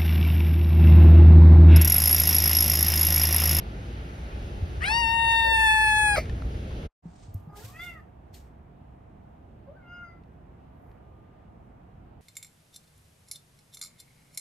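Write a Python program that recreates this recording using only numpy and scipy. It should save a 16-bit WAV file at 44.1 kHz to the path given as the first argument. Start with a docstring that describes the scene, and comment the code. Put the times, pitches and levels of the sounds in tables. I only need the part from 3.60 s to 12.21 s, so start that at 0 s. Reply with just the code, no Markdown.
"""A kitten and a cat in two homes

A kitten on a bed gives one long, loud meow close to a phone with two microphones, turning its head,
over the rumble of an appliance. After a short silence a cat on a wooden floor gives two soft meows
further off, among footfalls, cloth rustle and small ticks in a quieter room. In each meow the vocal
folds buzz, and the moving mouth boosts some of the harmonics (tones at multiples of the pitch)."""
import sys
import numpy as np
from scipy import signal
from scipy.fft import rfft, irfft
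from scipy.io import wavfile
from scipy.ndimage import uniform_filter1d

SR = 44100
rng = np.random.default_rng(int(sys.argv[2]) if len(sys.argv) > 2 else 0)


def pcm_store(signal):
    """Save signal as 16-bit PCM."""
    levels = np.round(np.clip(np.atleast_2d(signal), -1, 1) * 32767)
    wavfile.write(sys.argv[1], SR, levels.astype(np.int16).T)


N = 379684
T = np.arange(N) / SR
PAIR = np.array([[1], [-1]])  # plus on the left, minus on the right
TOP_HZ = 15600

# The course of the kitten's meow: (time [s], pitch [Hz], level [dB], lower mouth resonance [Hz],
# upper mouth resonance [Hz], roughness [0-1], high throat ring [dB])
KITTEN_MEOW = [(1.205, 545, -37, 1790, 3600, .6, -67), (1.237, 664, -24.5, 1970, 3800, .42, -45),
               (1.26, 780, -20, 2410, 3900, .36, -42), (1.295, 859, -19.5, 1370, 4350, .3, -40),
               (1.335, 912, -18, 1530, 4540, .12, -56), (1.397, 948, -17.5, 1510, 4800, .03, -64),
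               (1.42, 929, -18, 1504, 4440, .03, -67.5), (1.46, 912, -18.5, 1475, 4350, .035, -75),
               (1.55, 923.6, -16.5, 1508, 4260, 0.061, -55.5), (1.7, 916, -15.5, 1580, 3850, 0.034, -56.5),
               (1.85, 908, -17.5, 1680, 3580, 0.029, -62), (1.95, 896, -17, 1633, 3640, 0.045, -43.5),
               (2.1, 875.6, -16, 1770, 3720, 0.032, -38), (2.25, 865.3, -18, 1717, 3800, 0.025, -35),
               (2.46, 847.6, -18, 1603, 3556, 0.047, -35), (2.53, 825, -20, 1554, 3770, .1, -38),
               (2.555, 819, -20, 1457, 3760, 0.13, -40.5), (2.564, 689, -32, 1348, 2300, 1, -34),
               (2.576, 605, -25.5, 805, 2200, 0.7, -31.5), (2.592, 600, -25.5, 900, 2200, 0.7, -60)]
# How far the kitten's sound at the left microphone runs ahead: (frequency [Hz], lead [rad])
LEFT_LEAD = [(5000, 0.21), (6300, 2.2), (9000, 4.46), (11000, 4.9), (13000, 10), (15500, 11.2)]
# The shape of the kitten's mouth and throat; voice() names each number
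KITTEN_SHAPE = dict(mouth=(-8.5, -11, 400.5, 398.5, -2.5, 1.5), throat=(2730, 620, 0.42),
                    late_db=18.5, fade=(1.6, .13, -12))


def kitten():
    """One long meow; as the head turns, each low harmonic shifts between the microphones."""
    # Head turn: (time [s], pose [0 turned away, 1 facing the phone, 2 turned past it])
    head_turn = [(1.2, 0.029), (1.75, 0.57), (1.9, 0.62), (2.03, 0.91), (2.25, 1.31), (2.46, 1.6),
                 (2.6, 1.58)]
    # Left level minus right, a row for each of harmonics 1-5: (pose 0 [dB], pose 1 [dB], pose 2 [dB])
    balance = [(14, -2, 6.5), (-3.5, 9, 4.5), (20.5, -10.5, 4.5), (3.5, -1.5, -1), (0.5, -2.5, 0)]
    # Lead of the left side, same rows: (pose 0 [rad], pose 1 [rad], pose 2 [rad])
    leads = [(-1.4, -1.04, 2.5), (2.5, -1.4, 0.83), (4.5, 3.5, 4.9), (0.64, 1.77, 3.42), (0.2, 1, 3.2)]
    # High harmonics: (frequency [Hz], level against the first three together [dB])
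    treble = [(4000, -27.5), (5500, -52.5), (6400, -45.5), (7300, -33), (8500, -35.5), (10500, -47.5),
              (12500, -48.5), (15500, -44)]

    def top_gain(hz, db, t):
        *_, upper_hz, rough, ring_db = columns(KITTEN_MEOW, t)
        mouth = undb(db[4] - 4.5) * resonance(hz, upper_hz + 500, width_hz=1900)
        ring = undb(ring_db) * resonance(hz, centre_hz=8870, width_hz=960)
        buzz = sum(undb(db[:3])) * undb(columns(treble, hz)[0])
        return (1 - rough) * (mouth + ring + buzz)  # a rough voice loses its high harmonics

    def paths(k, hz, t):
        if k > 5:
            return 0, columns(LEFT_LEAD, hz)[0]
        pose = columns(head_turn, t)[0]
        # puffs of air rock the lowest harmonic from side to side
        rocking_db = (k == 1) * 7 * np.clip((puffs_db(t) + 64) / 12, 0, 1) * wander(90, len(t))
        pan_db = np.interp(pose, range(3), balance[k - 1]) + rocking_db
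        return pan_db, np.interp(pose, range(3), leads[k - 1])

    return meow(KITTEN_MEOW, KITTEN_SHAPE, top_gain, paths, jitter=.0018, flicker_db=3, rasp_db=-40,
                flutter_db=lambda k, rough: min(.5 * (k - 1), 2.2))


def kitten_breath():
    """Air rushes past the vocal folds, grows where the voice is rough and rings in the throat."""
    # Tone of the rushing air and of the throat ring: (frequency [Hz], level [dB])
    rushing = [(300, -4.5), (600, -9.5), (1300, -18), (2300, 8), (3200, -27.5), (4500, -4), (7000, -16.5),
               (15500, -24)]
    ringing = [(6000, -32.5), (8000, 2), (9000, -1.5), (10500, -16), (14000, -9), (15500, -10.5)]

    def stereo_noise(tone):
        spectrum, hz = noise_spectrum(tone)
        return irfft(spectrum * np.exp(.5j * PAIR * columns(LEFT_LEAD, hz)[0]), N)

    start, end = KITTEN_MEOW[0][0], KITTEN_MEOW[-1][0]
    _, rough, db = voice(KITTEN_MEOW, np.maximum(T, start), **KITTEN_SHAPE)
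    envelope = np.clip((T - start) / 0.013, 0, 1) * np.exp(-np.maximum(T - end, 0) / 0.018)
    effort = sum(undb(db[:3])) * (undb(-39.5) + undb(-7.5) * rough ** 2)
    ring_gain = undb(columns(KITTEN_MEOW, T)[5] - 21.5)
    air = effort * stereo_noise(rushing) + ring_gain * stereo_noise(ringing)
    return envelope * undb(3 * wander(40)) * air


def kitten_pops():
    """The meow breaks off in lone pops of the vocal folds, which ring the closing mouth."""
    # Pops: (time [s], level [dB], upper resonance against the lower [dB])
    pops = [(2.579, -17, -7), (2.593, -24, -14)]
    low_hz, high_hz, rise_s, decay_s = 620, 1260, 0.0029, 0.0053
    out, t = np.zeros((2, N)), T[:SR // 20]
    envelope = 2 * (1 - np.exp(-t / rise_s)) * np.exp(-t / decay_s)
    for time, db, upper_db in pops:
        start = int(time * SR)
        ring = np.sin(2 * np.pi * low_hz * t) + undb(upper_db) * np.sin(2 * np.pi * high_hz * t)
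        out[:, start:start + len(t)] += undb(db + PAIR) * ring * envelope
    return out


def cat():
    """Two soft meows; floor and walls return a short echo, different at each microphone."""
    # One list a meow: (time [s], pitch [Hz], level [dB], lower mouth resonance [Hz],
    # upper mouth resonance [Hz], roughness [0-1])
    calls = [
        [(3.88, 408.8, -63, 900, 1300, 0.45), (4, 413.2, -53.5, 556, 1440, 0.41),
         (4.05, 507, -57, 696, 1600, 0.34), (4.12, 598, -63.5, 1340, 2250, .3),
         (4.16, 640, -50.5, 1650, 2730, 0.36), (4.2, 676.6, -41.5, 1800, 3030, 0.19),
         (4.235, 711, -41.5, 1940, 3260, 0.087), (4.27, 708, -38.5, 1870, 3200, 0.14),
         (4.31, 687, -45, 1910, 2680, 0.085), (4.35, 659, -49.5, 1600, 1980, 0.21),
         (4.41, 584, -53.5, 1400, 1880, 0.34)],
        [(6.07, 520, -49, 422, 420, 0.17), (6.13, 632, -61, 620, 620, 0.28), (6.17, 780, -59, 1540, 1550, 0.21),
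         (6.21, 721, -66, 1460, 1620, 0.21), (6.27, 698, -58, 1620, 2730, 0.077),
         (6.32, 704.4, -50, 1410, 2760, 0.057), (6.38, 708.7, -49, 1420, 2720, 0.049),
         (6.46, 688, -50.5, 1400, 2280, 0.072), (6.52, 682, -58, 1616, 2040, .12),
         (6.61, 669, -71, 1400, 1700, 0.35)],
    ]
    # High rings of the voice: (frequency [Hz], width [Hz], base level against harmonic 2 [dB])
    rings = [(4737, 250, -6), (6350, 880, -30.5)]
    shape = dict(mouth=(0, -38, 918, 795, -9.5, 2), throat=(650, 370, -22),
                 late_db=0, fade=(6.4, .6, -14))

    def top_gain(hz, db, t):
        second_meow = t[0] > calls[0][-1][0]
        weak_db = np.minimum(db[1] + 57, 0)  # the rings need full voice and an open mouth
        dip_db = -10 * (np.abs(t - calls[1][1][0]) < .1)  # early in the second meow
        level_db = db[1] + weak_db + dip_db + (-6 if second_meow else -5)
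        return sum(undb(level_db + ring_db) * resonance(hz, centre, width) ** 2
                   for centre, width, ring_db in rings)

    def paths(k, hz, t):
        return .5, hz / 4000

    direct = sum(meow(call, shape, top_gain, paths, jitter=0.004, flicker_db=6.5, rasp_db=-29,
                      flutter_db=lambda k, rough: 1.5 + 6 * rough) for call in calls)
    t = T[:SR // 4]
    echo = rng.standard_normal((2, len(t))) * np.exp(-t / 0.038) * (t > .005)
    return direct + undb(-34) * signal.fftconvolve(direct, echo, axes=1)[:, :N]


def meow(call, shape, top_gain, paths, jitter, flicker_db, rasp_db, flutter_db):
    """Vocal folds buzz on a gliding pitch; each harmonic takes its own path to the microphones."""
    start, end = int(call[0][0] * SR), int(call[-1][0] * SR)
    t, n = T[start:end], end - start
    pitch, rough, db = voice(call, t, **shape)
    wobble = jitter * wander(90, n) + .002 * wander(30, n) + 0.036 * rough ** 2 * wander(400, n)
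    phase = 2 * np.pi * np.cumsum(pitch * (1 + wobble)) / SR
    out = np.zeros((2, N))
    for k in range(1, 19):
        hz = k * pitch
        if k <= 5:
            gain = undb(db[k - 1] + 0.35 * k * wander(35, n))
        else:
            gain = top_gain(hz, db, t) * undb(flicker_db * wander(15, n))
        # uneven cycles shake the higher harmonics more
        shake = 1 - rough ** 2 + rough * wander(800, n) + k * undb(rasp_db) * wander(500, n)
        gain = gain * shake * undb(flutter_db(k, rough) * wander(110, n))
        pan_db, lead = paths(k, hz, t)
        pan = undb(pan_db) * np.ones(n)
        sides = np.array([pan, np.ones(n)]) * 2 / np.sqrt(1 + pan ** 2)
        # all harmonics dip together once a cycle as the folds snap shut
        out[:, start:end] -= gain * sides * np.cos(k * phase + PAIR * lead / 2) * (hz < TOP_HZ)
    out[:, start:end] *= np.clip(np.minimum(t - t[0], (t[-1] - t) / 3) / 0.0044, 0, 1)
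    return out


def voice(call, t, mouth, throat, late_db, fade):
    """Pitch, roughness and levels of harmonics 1-5, shaped by a moving mouth and a steady throat."""
    slope_db_per_octave, floor_db, low_width_hz, high_width_hz, high_db, steepness = mouth
    throat_hz, throat_width_hz, throat_db = throat
    fade_time, fade_s, fade_db = fade
    pitch, level_db, low_hz, high_hz, rough = columns(call, t)[:5]
    pitch = uniform_filter1d(pitch, size=SR // 110)  # the folds round every turn of the pitch
    hz = np.arange(1, 6)[:, None] * pitch
    # the lowest harmonic and the throat resonance start late_db and half that weaker, then catch up
    weak_db = late_db * np.clip(1 - (t - call[0][0]) / 0.096, 0, 1) ** .5
    boost = (undb(floor_db) + resonance(hz, low_hz, low_width_hz) ** steepness
             + undb(high_db) * resonance(hz, high_hz, high_width_hz) ** steepness
             + undb(throat_db - weak_db / 2) * resonance(hz, throat_hz, throat_width_hz))
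    db = level_db + slope_db_per_octave * np.log2(hz / 1000) + 20 * np.log10(boost)
    db[0] -= weak_db
    db[4] += fade_db * np.exp(-.5 * (2 * (t - fade_time) / fade_s) ** 2)  # harmonic 5 fades for a while
    return pitch, np.clip(rough, 0, 1), db


def thumps():
    """Low knocks travel through hand and floor and die away quickly."""
    # Knocks: (time [s], level [dB], frequency [Hz])
    knocks = [(1.024, -16, 80), (1.175, -23.5, 79), (1.211, -22, 64), (2.727, -21, 60), (2.848, -19, 57.6),
              (3.455, -31.5, 170.7), (3.682, -32.5, 99), (3.747, -23, 97), (3.873, -34.5, 155),
              (4.041, -34, 109), (4.114, -41.5, 112)]
    out, t = np.zeros(N), T[:SR // 4]
    envelope = 0.97 * (1 - np.exp(-t / 0.00096)) * np.exp(-t / 0.024)
    for time, db, hz in knocks:
        start = int(time * SR)
        out[start:start + len(t)] += undb(db) * np.sin(2 * np.pi * hz * t) * envelope
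    return out


def ticks():
    """Claws and cloth tick: a snap of noise and a brief ring, with a short room echo."""
    # Ticks: (time [s], level [dB], frequency [Hz])
    touches = [(2.656, -40, 2120), (2.696, -34.5, 1820), (2.821, -37, 1370), (3.108, -40.5, 1000),
               (3.23, -41, 804), (3.7427, -41, 13960), (4.7413, -46, 4350), (4.745, -46, 13000),
               (4.749, -47, 4340), (6.6363, -57, 2600), (7.315, -56, 1700)]
    out, t = np.zeros((2, N)), T[:SR // 10]
    for time, db, hz in touches:
        start = int(time * SR)
        snap = rng.standard_normal(len(t)) * (np.exp(-t / 0.0024) + 0.08 * np.exp(-t / 0.026))
        band = signal.butter(2, [hz / 2.2, min(hz * 1.7, 18000)], "bandpass", fs=SR, output="sos")
        snap = signal.sosfilt(band, snap)
        ring = np.sin(2 * np.pi * hz * t) * np.exp(-t / 0.0036) * np.minimum(t * hz / 2, 1)
        tick = snap / np.abs(snap).max() + 0.8 * ring
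        out[:, start:start + len(t)] += undb(db + PAIR) * tick / np.abs(tick).max()
    return out


def rustle():
    """Moving cloth makes a grainy hiss, partly alike at both microphones."""
    # Bursts of rustle: (peak time [s], 30 dB rise [s], hold [s], 30 dB fall [s], level [dB],
    # relative level of the highest hiss, which the phone passes or dulls [dB])
    bursts = [(3.638, .4, .005, 0.18, -64, -30), (3.741, 0.027, 0.0045, 0.3, -76, 4),
              (3.971, 0.041, 0.11, 0.18, -56.5, -3), (4.242, 0.13, 0.0054, 0.17, -57, -1),
              (4.741, 0.017, 0.01, 0.16, -58, -6), (7.263, .5, 0.059, .2, -93, 8)]
    # Tone of the main hiss and of the highest hiss: (frequency [Hz], level [dB])
    main_tone = [(700, -23), (1800, 3.5), (4000, 4.5), (9000, 3.5), (9300, -53)]
    top_tone = [(9200, -47), (9600, -2.5), (13000, 3.5), (15500, -6.5)]
    main_gain = top_gain = out = 0
    for time, rise, hold, fall, db, top_db in bursts:
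        drop_db = 30 * np.maximum(np.maximum((time - T) / rise, (T - time - hold) / fall), 0)
        main_gain += undb(db - drop_db)
        top_gain += undb(db - drop_db + top_db)
    for tone, gain in ((main_tone, main_gain), (top_tone, top_gain)):
        out += gain * (noise(tone) + 0.66 * PAIR * noise(tone))
    return out * undb(1.55 * wander(150))


def air_puffs():
    """The kitten's air hits the microphones: dull, lumpy noise, mostly opposite at the two."""
    # Tone of the puffs: (frequency [Hz], level [dB])
    tone = [(60, -11), (330, -1), (550, 12), (900, -15.5), (2300, -14.5), (3500, -30)]
    air = .15 * noise(tone) + PAIR * noise(tone)
    return undb(puffs_db(T) + 4 * wander(60)) * air


def puffs_db(t):
    """Level of the kitten's puffs of air, each swelling and fading smoothly."""
    # Puffs: (peak time [s], length [s], level [dB])
    puffs = [(1.668, 0.081, -44), (1.744, 0.073, -41.5), (1.865, 0.1, -39.5), (1.92, 0.19, -38.5),
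             (2.198, 0.54, -53)]
    gain = sum(undb(db) * np.exp(-.5 * (3 * (t - time) / length) ** 2) for time, length, db in puffs)
    return 20 * np.log10(gain + 1e-6)


def kitten_room():
    """An appliance rumbles and hums; the room noise sinks under the meow and comes back after it."""
    # Tone of the noise both microphones share: (frequency [Hz], level [dB])
    shared = [(15, -45), (25, -6.5), (62, -0.5), (148, -11), (389, -20.5), (600, -24.5), (850, -27),
              (1000, -38.5), (1300, -34.5), (2850, -36.5), (5880, -47.5), (6730, -51.5), (7300, -90),
              (9300, -51), (15500, -67.5)]
    # Tone of the noise that is opposite at the two: (frequency [Hz], level [dB])
    opposite = [(15, -52.5), (25, -23.5), (86, -4), (227, -5), (895, -1.5), (2920, -13.5), (5280, -27.5),
                (6730, -22.5), (15500, -42.5)]
    # Rows for rumble, low middle and hiss: (change under the meow [dB], change after it [dB])
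    changes = [(-2, 4), (-6, 3.5), (-18, 0)]
    # The bass spreads wide, then narrows to the middle: (time [s], change of the opposite bass [dB])
    bass_width = [(0, -3), (.85, -1.5), (1.05, 9), (2.0, 10.5), (2.4, -30)]
    # Motor tones: (frequency [Hz], level [dB])
    motor = [(58, -36), (349, -54), (437, -55.5)]
    sunk = np.interp(T, (1.3, 1.7, 2.3, 2.62), [0, 1, 1, 0])
    after = np.interp(T, (2.3, 2.62), [0, 1])
    swells_db = [under_db * sunk + after_db * after for under_db, after_db in changes]
    rumble = room_noise(shared, opposite, shared_db=-36, opposite_db=-49, flicker_db=1,
                        swells_db=swells_db, wide_bass_db=columns(bass_width, T)[0])
    return rumble + hum(motor, waver_db=2.8, rate_hz=.7)


def cat_room():
    """A quieter room: low noise, a little louder on the right, and two faint tones."""
    # Tone of the noise both microphones share: (frequency [Hz], level [dB])
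    shared = [(25, -6), (59, 2.5), (107, -1.5), (233, -8.5), (567, -20.5), (703, -16.5), (1200, -27),
              (2900, -40), (4700, -54.5), (9300, -58.5), (15500, -60)]
    # Tone of the noise that is opposite at the two: (frequency [Hz], level [dB])
    opposite = [(15, -47), (25, -13), (240, -4.5), (469, -13), (703, 0.5), (762, -5.5), (4380, -41),
                (15500, -57)]
    # Faint tones: (frequency [Hz], level [dB])
    tones = [(721.4, -75), (1206, -80)]
    rumble = room_noise(shared, opposite, shared_db=-50, opposite_db=-59, flicker_db=0.9)
    return rumble * undb(-PAIR) + hum(tones, waver_db=7.1, rate_hz=3.03)


def room_noise(shared, opposite, shared_db, opposite_db, flicker_db, swells_db=(0, 0, 0), wide_bass_db=0):
    """Background noise in octave bands that each flicker on their own."""
    mid, hz = noise_spectrum(shared)
    side, _ = noise_spectrum(opposite)
    out = 0
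    for low_hz in 20 * 2. ** np.arange(10):
        octave = (hz >= low_hz) & (hz < 2 * low_hz)
        centre = undb(shared_db) * irfft(mid * octave, N)
        width = undb(opposite_db + (low_hz < 300) * wide_bass_db) * irfft(side * octave, N)
        swell_db = swells_db[0 if low_hz < 150 else 1 if low_hz < 600 else 2]
        out += (centre + PAIR * width) * undb(swell_db + flicker_db * wander(9))
    return out


def hum(tones, waver_db, rate_hz):
    """Tones of steady pitch that waver in level."""
    return sum(undb(db + waver_db * wander(rate_hz)) * np.sin(2 * np.pi * hz * T) for hz, db in tones)


def noise_spectrum(tone):
    """Spectrum and frequencies of noise with the given tone and a strength (rms) of 1."""
    hz = np.arange(N // 2 + 1) * SR / N + 1e-3
    tone_hz, tone_db = np.transpose(tone)
    spectrum = rfft(rng.standard_normal(N)) * undb(np.interp(np.log(hz), np.log(tone_hz), tone_db))
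    return spectrum / np.sqrt(np.mean(irfft(spectrum, N) ** 2)), hz


def noise(tone):
    """Noise with the given tone, as sound."""
    return irfft(noise_spectrum(tone)[0], N)


def resonance(hz, centre_hz, width_hz):
    """How strongly a resonance passes each frequency: 1 at its centre."""
    return 1 / (1 + (2 * (hz - centre_hz) / width_hz) ** 2)


def wander(rate_hz, size=N):
    """A smooth random wobble, roughly 1 either way."""
    hold = max(int(SR / rate_hz), 1)
    steps = np.repeat(rng.standard_normal(size // hold + 1), hold)
    return 1.25 * uniform_filter1d(uniform_filter1d(steps, hold), hold)[:size]


def columns(table, at):
    """Look up values in a table by its first column, joining the rows with straight lines."""
    first, *rest = np.transpose(table)
    return [np.interp(at, first, column) for column in rest]


def undb(db):
    """Turn decibels into a gain."""
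    return 10 ** (np.asarray(db) / 20)


def scene():
    """The first home fades out and the second fades in, behind the meows and small noises."""
    first_home = np.interp(T, (3.258, 3.276), [1, 0]) * (kitten_room() + air_puffs())
    second_home = np.interp(T, (3.422, 3.458), [0, 1]) * (cat_room() + rustle())
    voices = kitten_breath() + kitten() + kitten_pops() + cat()
    return first_home + second_home + voices + thumps() + ticks()


def record(dry):
    """The phone cuts the deepest bass and the highest treble."""
    bass_cut = signal.sosfilt(signal.butter(2, 38, "highpass", fs=SR, output="sos"), dry)
    return signal.sosfilt(signal.ellip(10, .2, 70, TOP_HZ, fs=SR, output="sos"), bass_cut)


dry = scene()
out = record(dry)
pcm_store(out)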